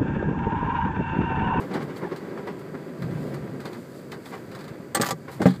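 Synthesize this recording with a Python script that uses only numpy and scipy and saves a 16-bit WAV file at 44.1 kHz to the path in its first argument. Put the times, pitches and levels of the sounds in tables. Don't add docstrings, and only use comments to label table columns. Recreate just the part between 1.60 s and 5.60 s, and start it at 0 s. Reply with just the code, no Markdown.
import sys
import numpy as np
from scipy import signal
from scipy.fft import rfft, irfft
from scipy.io import wavfile

SR = 44100
rng = np.random.default_rng(int(sys.argv[2]) if len(sys.argv) > 2 else 0)


def digitize_waveform(pressure):
    field = np.atleast_2d(pressure).T
    bounded = np.clip(field, -1, 1)
    quanta = np.round(bounded * 32767).astype(np.int16)
    wavfile.write(sys.argv[1], SR, quanta)


N = 176400
TIME = np.arange(N) / SR
BODY_EDGE_HZ, TREBLE_EDGE_HZ = 508, 2780
SNAP_DB, SNAP_T60_S = 2, 0.014


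def from_db(db):
    return 10 ** (np.asarray(db) / 20)


def rms_one(x):
    return x / np.sqrt(np.mean(x ** 2) + 1e-20)


def level(rows):
    return from_db(np.interp(TIME, *np.transpose(rows)))


def drift(rate_hz):
    r = np.exp(-80 * np.pi * rate_hz / SR)
    slow = signal.lfilter([1], [1, -2 * r, r * r], rng.standard_normal(N // 40 + 2002))[2000:]
    return np.interp(np.arange(N) / 40, np.arange(len(slow)), rms_one(slow))


def coloured(source, colour, part="all"):
    hz = np.maximum(np.arange(N // 2 + 1) * SR / N, 1)
    points_hz, db = np.transpose(colour)
    octaves_outside = np.abs(np.log2(hz / np.clip(hz, points_hz[0], points_hz[-1])))
    gain = from_db(np.interp(np.log(hz), np.log(points_hz), db) - 24 * octaves_outside)
    body = 1 / (1 + (hz / BODY_EDGE_HZ) ** 8)
    treble = 1 / (1 + (TREBLE_EDGE_HZ / hz) ** 8)
    middle = (1 - body) * (1 - treble)
    share = {"all": 1, "body": body, "upper": 1 - body, "middle": middle, "treble": treble}[part]
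    return rms_one(irfft(rfft(source) * np.sqrt(share) * gain, N))


def noise(colour, part="all", grain_db=0):
    return coloured(rng.standard_normal(N) * from_db(grain_db * drift(400)), colour, part)


def pulse(peak_s, db, rise_s, t60):
    before, after = np.maximum(peak_s - TIME, 0), np.maximum(TIME - peak_s, 0)
    return from_db(db) * np.exp(-np.minimum((before / rise_s) ** 2 + np.log(1000) * after / t60, 40))


def blows(times, dbs, rise_s, t60):
    return np.sqrt(sum(pulse(s + rise_s, db, rise_s, t60) ** 2 for s, db in zip(times, dbs)))


def ring(times, dbs, modes, spread_db):
    out = np.zeros(N)
    for hz, mode_db, t60 in modes:
        scatter_db = spread_db * rng.standard_normal(len(times))
        clicks = np.full(N, 1e-18)
        clicks[(times * SR).astype(int)] = from_db(dbs + mode_db + scatter_db)
        r, w = from_db(-60 / (t60 * SR)), 2 * np.pi * hz / SR
        out += signal.lfilter([0, np.sin(w)], [1, -2 * r * np.cos(w), r * r], clicks)
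    return out


def cockpit(x):
    # f/Hz, width/Hz, boost/dB
    cavity = [(795, 35, 8), (978, 25, 3), (1176, 30, 4), (1598, 50, 3), (1774, 35, 2), (1975, 50, 3),
              (3410, 50, 4), (4700, 250, 2)]
    echo_max_s, echo_db = .012, -16.5
    for hz, width, db in cavity:
        x = x + (from_db(db) - 1) * signal.lfilter(*signal.iirpeak(hz, hz / width, fs=SR), x)
    lags = (rng.uniform(0.1007, 1, size=8) * echo_max_s * SR).astype(int)
    echoes = sum((-1) ** k * np.pad(x, (lag, 0))[:N] for k, lag in enumerate(lags))
    return from_db(-3.5) * (x + from_db(echo_db) * echoes)


def wind():
    # t/s, level/dB
    gusts = [(0, -51), (.22, -40), (.6, -48.5), (1.0, -45.5), (1.38, -51.5), (1.41, -30), (1.6, -34.5),
             (1.9, -39), (2.2, -46.5), (2.8, -49), (2.92, -41.5), (3.12, -44.5), (3.65, -48), (4, -34.5)]
    # f/Hz, level/dB
    buffet_eq = [(20, -12), (45, -19.5), (80, -6.5), (110, -3.5), (140, 6.5), (190, -3), (300, -22),
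                 (700, -47)]
    hiss_eq = [(1500, 15), (3000, -5.5), (4200, -0.5), (4750, 8), (5300, -5), (6200, -2), (7900, 2),
               (9500, -6.5), (12000, -3), (14000, -3.5), (16000, -11)]
    buffet = level(gusts) * from_db(0.77 * drift(10.0)) * noise(buffet_eq)
    return buffet + from_db(-59) * noise(hiss_eq)


def rustles():
    # peak t/s, level/dB, rise/s, t60/s
    rubs = [(.005, -51.5, .02, .25), (.23, -55, 0.019, .2), (.385, -54, 0.028, 0.12),
            (.68, -63, 0.011, 0.082), (.998, -54, 0.0084, 0.078), (1.68, -57, 0.25, 1),
            (2.2, -59, 0.16, .5), (2.39, -58, 0.11, 0.59), (2.7, -54.5, 0.075, 1),
            (3.73, -48.5, 0.028, 0.31)]
    # f/Hz, level/dB
    eq = [(1200, 10), (3000, 2), (4700, 5.5), (5700, -3), (7700, 2), (10000, -2.5), (13000, -1.5),
          (15500, -5)]
    return sum(pulse(*row) for row in rubs) * noise(eq, grain_db=2.5)


def squeak():
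    start_s, start_hz, octaves_per_s, glide_s, width_hz = .425, 1037, 11, .032, 120
    hz = start_hz * 2 ** (-octaves_per_s * np.clip(TIME - start_s, 0, glide_s))
    phase = 2 * np.pi * np.cumsum(hz) / SR
    tone, octave = (drift(width_hz) * np.sin(k * phase) + drift(width_hz) * np.cos(k * phase)
                    for k in (1, 2))
    return pulse(peak_s=0.459, db=-36, rise_s=0.04, t60=0.16) * (tone + from_db(-7) * octave)


def ticks():
    # t/s, middle/dB, treble/dB, rise/s
    contacts = [(0.136, -42, -51, 0.0066), (.362, -55, -48, 0.0096), (0.561, -42, -43.5, .002),
                (0.772, -39, -63, 0.0028), (.870, -40, -50, 0.0064), (1.142, -39, -61, 0.0023),
                (1.421, -36, -44, 0.0014), (1.738, -41, -45.5, 0.0082), (2.002, -41, -45.5, 0.0035),
                (2.054, -37, -40.5, 0.0022), (2.128, -45, -47.5, 0.0058), (2.517, -39.5, -40.5, 0.0047),
                (2.656, -39.5, -45.5, 0.0045), (2.914, -45, -47.5, 0.0036), (2.949, -43, -45, .003),
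                (2.988, -53, -49, .003), (3.007, -43, -49.5, 0.0027), (3.04, -49, -49, .004),
                (3.079, -44, -48, 0.0037), (3.819, -34, -39, .0006)]
    # f/Hz, level/dB
    eq = [(100, -10), (300, -2), (1400, 17), (2100, 7), (2800, -9.5), (4600, -5), (5600, -17.5),
          (8000, -15), (10000, -20.5), (15000, -21)]
    t60 = 0.12
    middle = sum(pulse(s + rise, db, rise, t60) for s, db, _, rise in contacts)
    tails = sum(pulse(s + rise, db, rise, t60) for s, _, db, rise in contacts)
    snaps = sum(pulse(s + rise, db + SNAP_DB, rise, SNAP_T60_S) for s, _, db, rise in contacts)
    treble = np.hypot(tails, snaps)
    return cockpit(middle * noise(eq, "middle", grain_db=1.5) + treble * noise(eq, "treble"))


def buzz():
    # peak t/s, level/dB, rise/s, t60/s
    bursts = [(.143, -38.5, 0.0075, 0.11), (3.838, -41.5, 0.01, 0.24), (3.889, -37, .008, 0.14),
              (3.907, -43, .006, 0.11), (3.940, -43.5, 0.0028, 0.068), (3.961, -50, 0.0071, 0.055)]
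    # f/Hz, level/dB
    eq = [(700, 4.5), (1900, 2.5), (2700, -10), (3600, -0.5), (4600, -2), (5700, -16), (8000, -10),
          (10000, -18), (15000, -21)]
    return cockpit(sum(pulse(*row) for row in bursts) * noise(eq, grain_db=2.5))


def rattles():
    # peak t/s, body/dB, shudder/dB, rise/s, t60/s
    bumps = [(0.032, -37, -38, 0.031, 0.19), (.12, -29, -35.5, 0.017, 0.069),
             (0.16, -25.5, -27.5, 0.023, 0.17), (0.223, -43, -36.5, 0.025, 0.14),
             (0.309, -37, -39.5, 0.027, 0.18), (.375, -40, -42, 0.025, 0.22),
             (.436, -29.5, -39, 0.018, 0.27), (0.525, -31, -34, 0.013, 0.11), (.71, -38, -45, 0.097, 0.28),
             (0.779, -33, -37.5, 0.0064, 0.21), (0.88, -30.5, -33.5, 0.012, 0.18),
             (1.153, -27.5, -36, 0.0047, 0.043), (2.07, -38, -39, 0.033, 0.24),
             (2.151, -59, -41.5, 0.012, 0.16), (2.533, -59, -36, 0.01, 0.14),
             (2.74, -48, -33.5, 0.022, 0.2), (2.96, -42, -43, 0.023, 0.32), (3.685, -49, -35, 0.006, 0.16)]
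    # f/Hz, level/dB
    eq = [(80, -49), (130, -2), (180, 5), (260, -1), (370, 8.5), (600, -3.5), (800, -9), (900, -4.5),
          (1100, -2), (1300, -7.5), (2000, -10.5), (2700, -20.5), (3700, -25.5), (4600, -27), (6000, -34),
          (15000, -51)]
    body = sum(pulse(s, db, rise, t60) for s, db, _, rise, t60 in bumps)
    shudder = sum(pulse(s, db, rise, t60) for s, _, db, rise, t60 in bumps)
    return body * noise(eq, "body") + cockpit(shudder * noise(eq, "upper", grain_db=-0.5))


def scrape():
    # f/Hz, level/dB
    eq = [(150, 6), (350, -5), (700, -7.5), (1200, -1.5), (1900, -7.5), (2800, -13), (3600, -14),
          (4600, -11.5), (5700, -21), (7500, -17), (9500, -22), (15000, -19)]
    start_s, end_s, fade_s = 3.44, 3.498, 0.0085
    burrs_per_s, spread_db = 1000, 2.5
    sliding = np.clip(np.minimum(TIME - start_s, end_s - TIME) / fade_s + .5, 0, 1)
    sizes = from_db(spread_db * np.minimum(rng.exponential(1, N), 3)) * rng.choice([-1, 1], N)
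    burrs = sizes * (rng.random(N) < burrs_per_s / SR)
    return from_db(-27) * sliding * coloured(burrs, eq)


def latch():
    # t/s, body/dB, middle/dB, treble/dB, metal ring/dB
    hits = [(3.3467, -19.5, -21, -42, -38), (3.3495, -38, -22, -23, -23), (3.356, -30, -33, -43, -22.5),
            (3.3622, -35, -27, -36, -36), (3.37, -19.5, -22, -32, -51), (3.398, -19.5, -22, -49, -50),
            (3.4029, -19, -32, -41, -56), (3.4126, -26, -28, -24, -29), (3.4181, -24, -24, -20.5, -34),
            (3.423, -38, -22, -44, -52), (3.433, -21, -21, -40, -56), (3.4644, -27, -46, -32.5, -49),
            (3.488, -31, -25.5, -31.5, -50), (3.5076, -27, -22.5, -22.5, -55),
            (3.518, -23.5, -39, -47, -59)]
    # f/Hz, level/dB
    eq = [(70, -41), (135, -4.5), (190, -0.5), (278, -9), (343, 0), (403, -11.5), (509, -1.5), (700, -7),
          (1020, -8.5), (1170, -3), (1450, -10), (1800, -9), (2840, -21.5), (3400, -18.5), (4600, -17.5),
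          (5600, -23.5), (7000, -17.5), (8100, -19.5), (9500, -31.5), (12000, -25), (14100, -32),
          (15500, -33)]
    # f/Hz, level/dB, t60/s
    modes = [(817, -8.5, 0.11), (1080, -22, .05), (1750, -11, 0.043), (4350, -9, 0.052), (7700, -10, 0.046),
             (8270, -0.5, 0.035), (8300, -7, 0.028), (8640, -2, 0.044), (13110, -29, .045),
             (13760, -7, .045)]
    times, body, middle, treble, metal = np.transpose(hits)
    layers = ((body, 0.083, "body"), (middle, 0.066, "middle"), (treble, 0.051, "treble"),
              (treble + SNAP_DB, SNAP_T60_S, "treble"))
    clacks = sum(blows(times, db, rise_s=0.00069, t60=t60) * noise(eq, part, grain_db=1.0)
                 for db, t60, part in layers)
    return cockpit(clacks + scrape()) + ring(times, metal, modes, spread_db=4.0)


def knocks():
    # t/s, boom/dB, thud/dB, crack/dB
    hits = [(3.794, -34, -34, -46), (3.802, -26, -20.5, -34), (3.817, -22.5, -20.5, -20),
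            (3.857, -4.5, -20.5, -19), (3.864, -21, -20, -19)]
    # f/Hz, level/dB
    eq = [(50, -18), (120, -2.5), (250, 4), (500, -3.5), (640, -0.5), (800, -4.5), (1000, -10.5),
          (2000, -15), (2700, -25.5), (4500, -27), (5800, -33.5), (8000, -29.5), (10000, -40), (15000, -39)]
    # f/Hz, level/dB, t60/s
    modes = [(136.1, -11.5, 0.27), (185.3, -1, 0.21), (256.6, -5, 0.15), (448, -19, 0.17), (508, -2.5, .03),
             (686, -34, 0.07), (790, -31, 0.07), (1190, -19, 0.064), (1585, -24.5, 0.099),
             (2056, -23, 0.065)]
    rise_s, shell_low_hz, padding_hz = 0.0033, 111, 2960
    times, boom, thud, crack = np.transpose(hits)
    thuds = blows(times, thud, rise_s, t60=0.13) * noise(eq, "body")
    cracks = blows(times, crack, rise_s, t60=0.063) * noise(eq, "upper", grain_db=2.0)
    boom_band = signal.butter(2, [shell_low_hz, padding_hz], "band", fs=SR, output="sos")
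    booms = signal.sosfilt(boom_band, ring(times, boom, modes, spread_db=1.5))
    return thuds + cockpit(cracks) - booms


def rolling():
    # t/s, level/dB
    drone_ride = [(0, -35), (.3, -36), (.6, -38.5), (.8, -35), (1.0, -38), (1.33, -37.5), (1.5, -34),
                  (1.9, -36), (2.3, -41), (2.65, -41.5), (3.0, -39), (3.3, -42), (3.62, -45), (4, -45)]
    grit_ride = [(0, -46), (.7, -46), (1.05, -47.5), (1.35, -47.5), (1.5, -44), (1.9, -46.5), (2.3, -52.5),
                 (2.65, -51.5), (3.05, -47), (3.3, -51.5), (3.6, -54.5), (3.75, -47.5), (3.92, -48.5),
                 (4, -55)]
    # t/s, level/dB
    jolts = [(.158, -29), (.18, -29), (0.224, -29.5), (.425, -41), (1.415, -39), (1.441, -28),
             (1.51, -26.5), (1.595, -34), (1.701, -40), (2.90, -40), (3.519, -30)]
    # f/Hz, level/dB
    drone_eq = [(60, -29), (130, -7), (175, -0.5), (250, 0), (350, 0), (410, -0.5), (460, -7), (525, -3.5),
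                (650, -13.5), (900, -33.5), (2000, -63)]
    thump_eq = [(40, -35), (80, -6), (125, -0.5), (165, 9.5), (200, 5.5), (280, -7), (600, -50)]
    grit_eq = [(350, -32), (650, 3), (800, -2), (950, 2.5), (1600, -1.5), (2100, -4), (2700, -13),
               (4600, -19.5), (6000, -29)]
    drone = level(drone_ride) * from_db(drift(9.6)) * noise(drone_eq)
    thumps = blows(*np.transpose(jolts), rise_s=0.0016, t60=0.19) * noise(thump_eq)
    grit = level(grit_ride) * from_db(0.48 * drift(44)) * noise(grit_eq, grain_db=2.0)
    return drone + thumps + cockpit(grit)


def scene():
    bed = rolling() + wind() + rustles()
    return (bed + rattles() + squeak() + ticks() + latch() + knocks() + buzz())[None]


def record(dry):
    low_cut_hz, high_cut_hz, ceiling = 71, 15500, 0.98
    thin = signal.sosfilt(signal.butter(2, low_cut_hz, "high", fs=SR, output="sos"), dry)
    rounded = ceiling * np.tanh(thin / ceiling)
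    return signal.sosfilt(signal.ellip(12, .2, 80, high_cut_hz, fs=SR, output="sos"), rounded)


dry = scene()
out = record(dry)
digitize_waveform(out)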